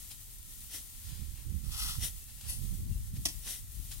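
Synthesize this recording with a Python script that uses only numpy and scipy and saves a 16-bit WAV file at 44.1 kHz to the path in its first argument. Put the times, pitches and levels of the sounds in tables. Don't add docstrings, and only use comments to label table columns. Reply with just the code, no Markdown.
import sys
import numpy as np
from scipy import signal
from scipy.fft import rfft, irfft
from scipy.io import wavfile
from scipy.ndimage import uniform_filter1d

SR = 44100
rng = np.random.default_rng(int(sys.argv[2]) if len(sys.argv) > 2 else 0)


def bounce(signal):
    frames = np.transpose(np.atleast_2d(signal))
    limited = np.clip(frames, -1, 1)
    pcm = np.round(limited * 32767).astype(np.int16)
    wavfile.write(sys.argv[1], SR, pcm)


N = 176400


def undb(db):
    return 10 ** (np.asarray(db) / 20)


def unit(x):
    return x / np.sqrt(np.mean(x ** 2))


def times():
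    return np.arange(N) / SR


def freqs():
    return np.maximum(np.arange(N // 2 + 1) * SR / N, 1)


def over_hz(points):
    hz, value = np.array(points, float).T
    return np.interp(np.log(freqs()), np.log(hz), value)


def over_time(points):
    return np.interp(times(), *np.array(points, float).T)


def colour(x, eq, tilt_db=0):
    db = over_hz(eq) + tilt_db * np.log2(freqs())
    gain = unit(undb(db) / np.sqrt(1 + (eq[0][0] / 2 / freqs()) ** 4))
    cepstrum = irfft(np.log(gain + 1e-6), N)
    cepstrum[1:N // 2] *= 2
    cepstrum[N // 2 + 1:] = 0
    return irfft(rfft(x) * np.exp(rfft(cepstrum)), N)


def wander(rate_hz):
    hold = max(int(SR / rate_hz), 2)
    steps = np.repeat(rng.standard_normal(N // hold + 1), hold)
    return unit(uniform_filter1d(uniform_filter1d(steps, hold), hold)[:N])


def contacts(per_s, spread_db, hiss):
    size = undb(spread_db * np.minimum(rng.exponential(size=(3, N)), 5))
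    clicks = (rng.random((3, N)) < per_s / SR) * size * rng.choice([-1, 1], (3, N))
    return unit(unit(clicks) + hiss * rng.standard_normal((3, N)))


def hollow(x, ripple_db=2.5, ridge_hz=110.46):
    ridges = np.interp(freqs() / ridge_hz, np.arange(1024), rng.standard_normal(1024))
    return irfft(rfft(x) * unit(undb(ripple_db * np.clip(ridges, -2, 2))), N)


def swell(at, rise, fall, shape):
    t = times() - at
    width = np.maximum(np.where(t < 0, rise, fall), 1e-4)
    return np.exp(-(np.abs(t) / width) ** shape / 2)


def bursts(rows, stream, eq, late_s=0, shape=1.32):
    return sum(colour(stream * swell(at + late_s, rise, fall, shape), eq, tilt) * undb(db)
               for at, db, rise, fall, tilt in rows)


# frequency in Hz, left minus right in dB.
PORT_BALANCE = [(500, 0.5), (2200, 0), (3000, 4), (3700, 5), (4800, -1), (6500, -.5), (7700, -4.5),
                (8500, 1), (9400, 8), (11300, 10.5), (12600, 6.5), (14300, 10), (16000, 5)]


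def ports(streams, likeness, left_lag_s=0):
    spectra, shared = rfft(streams), np.clip(over_hz(likeness), 0, 1)
    pair = np.sqrt(shared) * spectra[0] + np.sqrt(1 - shared) * spectra[1:]
    pair[0] *= np.exp(-2j * np.pi * freqs() * left_lag_s)
    sides = undb(np.array([[1], [-1]]) * over_hz(PORT_BALANCE) / 2)
    return irfft(pair * sides / np.sqrt(np.mean(sides ** 2, axis=0)), N)


# time in seconds, level in dB.
REED_LEVEL = [(0, -48), (.4, -49.5), (.65, -47.5), (.95, -48.5), (1.25, -51), (1.48, -52), (1.7, -48.5),
              (2.18, -47.5), (2.28, -49.5), (2.35, -51.5), (2.62, -46.5), (2.78, -48.5), (2.88, -52),
              (3.12, -51.5), (3.35, -47), (3.7, -50), (3.85, -47), (4, -47)]
# frequency in Hz, relative level in dB.
REED_EQ = [(240, -52), (400, -8), (432, -26), (560, -16), (673, -18.5), (772, -16.5), (1220, -17),
           (1300, -10), (1660, -25.5), (1820, -9), (2120, -13), (3360, -6.5), (5070, -7), (9070, 0.5),
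           (15500, -2.5)]
FIELD_EQ = [(30, 7.5), (100, -11), (250, -9), (500, -29), (1000, -29.5), (2000, -22.5), (4000, -70)]
# frequency in Hz, share of power common to both ports.
REED_LIKENESS = [(400, 0.52), (1300, 0.05), (2000, 0.27), (6000, 0.05), (9000, .02), (15000, 0.031)]


def reeds(flicker_db=1.03, tick_db=-12, field_db=-62):
    brush = contacts(per_s=2500, spread_db=3.5, hiss=1.87) * undb(flicker_db * wander(20))
    clicks = contacts(per_s=120, spread_db=2.5, hiss=0)
    tick_tail = rng.standard_normal(200) * np.exp(-np.arange(200) / 50)
    ticks = unit(signal.lfilter(tick_tail, 1, clicks)) * undb(tick_db)
    leaves = colour(brush + ticks, REED_EQ) * undb(over_time(REED_LEVEL))
    murmur = undb(field_db) * colour(rng.standard_normal(N), FIELD_EQ)
    return ports(leaves, REED_LIKENESS) + murmur


# time in seconds, rumble level in dB.
GUSTS_LEFT = [(0, -50.5), (.6, -56.5), (1.2, -57), (1.9, -53), (2.64, -54), (2.72, -43.5), (2.9, -31.5),
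              (3.06, -42), (3.18, -35.5), (3.28, -41), (3.4, -43.5), (3.5, -52), (3.7, -48.5), (3.8, -35),
              (3.88, -47), (4, -34.5)]
GUSTS_RIGHT = [(0, -56), (.5, -47.5), (.74, -53), (1.04, -45), (1.2, -34), (1.36, -41.5), (1.56, -35),
               (1.8, -36.5), (2.0, -39), (2.1, -39), (2.3, -47.5), (2.56, -34.5), (2.74, -35),
               (3.04, -40.5), (3.17, -33), (3.27, -49.5), (3.55, -47.5), (4, -51.5)]
# frequency in Hz, relative level in dB.
RUMBLE_EQ = [(20, -9), (37, 3), (70, 0.5), (120, -8.5), (200, -21.5), (400, -48), (900, -54)]
EDDY_EQ = [(30, -22), (80, 1.5), (130, -2.5), (220, -10.5), (320, -17), (500, -34), (1200, -52)]


def wind(gusts, rumble_flutter_db=2, eddy_flutter_db=4.0, eddy_growth=1.71):
    gust_db = over_time(gusts)
    rumble = unit(colour(rng.standard_normal(N), RUMBLE_EQ) * undb(rumble_flutter_db * wander(20)))
    eddies = unit(colour(rng.standard_normal(N) * undb(eddy_flutter_db * wander(45)), EDDY_EQ))
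    eddy_db = -45.5 + eddy_growth * (gust_db + 34.5)
    return rumble * undb(gust_db) + eddies * undb(eddy_db)


# peak time in seconds, level in dB, rise and fall in seconds,
# treble tilt in dB per octave.
RUSTLES = [(.112, -45, 0.0057, 0.011, 0.5), (1.09, -52, 0.05, 0.11, 0.1), (1.38, -62, 0.014, 0.061, -3.5),
           (2.295, -55, 0.0068, 0.01, -1), (2.412, -47, 0.00087, 0.0023, 2.5),
           (2.465, -52.5, 0.049, 0.038, -1), (3.168, -50.5, .01, .009, 1),
           (3.476, -46.5, 0.0061, 0.0089, -3.5), (3.917, -43.5, 0.0042, .02, 1)]
# frequency in Hz, relative level in dB.
RUSTLE_EQ = [(300, -11), (800, -9), (1500, -6), (2200, -2.5), (3200, 3.5), (6000, 1.5), (10000, 4.5),
             (15500, -11)]
# frequency in Hz, share of power common to both ports.
FAR_LIKENESS = [(500, 1), (2000, 0.86), (3000, 0.32), (5000, 0.41), (8000, 0.03), (15000, 0.6)]


def handling():
    crackle = hollow(contacts(per_s=2500, spread_db=2.5, hiss=0.55))
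    return ports(bursts(RUSTLES, crackle, RUSTLE_EQ), FAR_LIKENESS)


# peak time in seconds, level in dB, rise and fall in seconds,
# treble tilt in dB per octave.
LASHES = [(.748, -39, 0.025, 0.031, 1.2), (2.042, -32, 0.021, 0.025, 1.5), (3.502, -36, 0.033, 0.04, 2)]
# frequency in Hz, relative level in dB.
LASH_EQ = [(160, -33), (280, 0), (405, -14), (648, -10.5), (938, -20), (1110, -13.5), (1530, -17.5),
           (1870, -10.5), (2100, -10), (2210, -20.5), (2400, -8.5), (2570, -10), (3360, -5), (4780, -7.5),
           (5850, -2), (6810, -5), (9060, -1.5), (11700, -8), (15500, -14)]


def far_bundle(crossover_hz=6940, tips_late_s=0.0056):
    stalks = hollow(contacts(per_s=3000, spread_db=3.2, hiss=.7))
    stalks = irfft(rfft(stalks) / (1 + (freqs() / crossover_hz) ** 8), N)
    tips = hollow(contacts(per_s=5000, spread_db=3.2, hiss=.7))
    tips = irfft(rfft(tips) / (1 + (crossover_hz / freqs()) ** 8), N)
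    stalk_hits = bursts(LASHES, stalks, LASH_EQ, shape=1.68)
    tip_hits = bursts(LASHES, tips, LASH_EQ, tips_late_s, shape=1.48)
    return ports(stalk_hits + tip_hits, FAR_LIKENESS)


# peak time in seconds, level in dB, half length in seconds, left minus right in dB.
PUFFS = [(1.128, -38, 0.015, -30), (1.212, -35, 0.015, -28), (1.497, -32, 0.016, -33),
         (1.553, -30, 0.02, -32), (1.663, -31.5, 0.016, -32), (1.986, -27.5, 0.007, -30),
         (2.037, -36.5, 0.017, -19), (2.734, -30.5, 0.01, -22), (2.797, -37.5, 0.0076, 6),
         (2.917, -30.5, 0.011, 14), (3.142, -32, 0.0082, -22), (3.181, -33.5, 0.009, 2),
         (3.801, -37.5, 0.0061, 20)]
# frequency in Hz, relative level in dB.
PUFF_EQ = [(30, -4), (65, 2.5), (130, -4), (200, -12), (280, -27), (450, -43), (1000, -65.5)]


def puffs():
    air = unit(colour(rng.standard_normal(N), PUFF_EQ))
    out = 0
    for at, db, half, pan_db in PUFFS:
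        envelope = swell(at, half, half, shape=1.75)
        makeup = np.sqrt(np.sum(envelope ** 2) / np.sum((air * envelope) ** 2))
        sides = undb(np.array([[pan_db], [-pan_db]]) / 2)
        out = out + air * envelope * makeup * undb(db) * sides / np.linalg.norm(sides)
    return out


# peak time in seconds, pitch in Hz, level in dB, half length in seconds.
WHISTLES = [(1.38, 2750, -65, .025), (2.263, 2730, -68, 0.058), (2.43, 2710, -67, 0.035),
            (2.945, 2700, -67, 0.021)]


def whistle(waver=.02, flutter_db=3):
    warped_time = np.cumsum(1 + waver * wander(90)) / SR
    flutter = unit(undb(flutter_db * wander(70)))
    return flutter * sum(np.sin(2 * np.pi * hz * warped_time) * undb(db) * swell(at, half, half, 1.8)
                         for at, hz, db, half in WHISTLES)


# time in seconds, level in dB.
STRIP_LEVEL = [(1.64, -55), (1.705, -51), (1.728, -39.5), (1.765, -42.5), (1.79, -36.5), (1.86, -37),
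               (1.905, -36.5), (1.935, -42.5), (1.975, -47), (2.01, -69)]
# frequency in Hz, relative level in dB.
STRIP_EQ = [(500, -27), (650, -22), (850, -8), (1050, -10.5), (1250, -2), (1450, -3), (1630, -20),
            (1820, -5.5), (2030, -3.5), (2230, -16), (2500, -2), (3000, -1), (3500, 1.5), (4100, 1),
            (4900, 2.5), (6000, 0), (7000, -4), (10400, 3), (15500, -8.5)]


def stripping(judder_db=0.96, catch_db=3, ring_hz=1180, ring_width_hz=400, ring_db=-20.5):
    friction = hollow(contacts(per_s=3000, spread_db=2.5, hiss=.55))
    scrape = colour(friction, STRIP_EQ) * undb(judder_db * wander(160))
    catches = contacts(per_s=900, spread_db=5, hiss=0.32)
    ring = signal.lfilter(*signal.iirpeak(ring_hz, ring_hz / ring_width_hz, fs=SR), catches)
    ring = unit(ring * undb(catch_db * wander(59.87))) * undb(ring_db)
    gate = (times() > STRIP_LEVEL[0][0]) * (times() < STRIP_LEVEL[-1][0])
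    return (scrape + ring) * undb(over_time(STRIP_LEVEL)) * gate


# peak time in seconds, level in dB, rise and fall in seconds,
# treble tilt in dB per octave.
SWINGS = [(2.5, -35.5, 0.014, 0.036, 2.5)]
# frequency in Hz, relative level in dB.
SWING_EQ = [(290, -48), (500, -14), (827, -13), (1430, -27), (2040, -10), (2200, -28), (2540, -6.5),
            (3900, -10.5), (5670, -4.5), (7130, -13), (7670, -8.5), (10400, 0), (15500, -19)]


def swinging():
    return bursts(SWINGS, hollow(contacts(per_s=4000, spread_db=2.5, hiss=0.66)), SWING_EQ)


# peak time in seconds, level in dB, decay in seconds.
SLAPS = [(3.2548, -23, 0.0036), (3.258, -25, 0.0025), (3.2633, -31.5, 0.014), (3.286, -40.5, 0.025)]
# frequency in Hz, relative level in dB.
SLAP_EQ = [(200, -2), (260, 2), (350, -6), (500, -19.5), (680, -8), (900, -12), (1500, -18.5), (1880, -7),
           (2180, -13), (2600, -1), (3300, -0.5), (4100, -6), (5400, 3.5), (7200, -3.5), (10000, 1.5),
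           (12500, -8), (15500, -12)]


def slapping(attack_s=0.0023):
    force = 0
    for at, db, decay in SLAPS:
        t = times() - at
        attack = np.clip(1 + t / attack_s, 0, 1)
        force = force + undb(db) * attack * np.exp(-np.maximum(t, 0) / decay)
    return colour(hollow(contacts(per_s=9000, spread_db=3.1, hiss=0.92)) * force, SLAP_EQ)


# frequency in Hz, share of power common to both ports.
NEAR_LIKENESS = [(500, 0.79), (2000, 1), (6000, 0.33), (9000, 0.17), (15000, 0.23)]


def near_bundle():
    return ports(stripping() + swinging() + slapping(), NEAR_LIKENESS, left_lag_s=0.00014)


def scene():
    gusts = np.array([wind(GUSTS_LEFT), wind(GUSTS_RIGHT)])
    return reeds() + gusts + handling() + far_bundle() + puffs() + whistle() + near_bundle()


def record(dry, top_hz=15850):
    return signal.sosfilt(signal.ellip(10, .2, 70, top_hz, fs=SR, output="sos"), dry)


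dry = scene()
out = record(dry)
bounce(out)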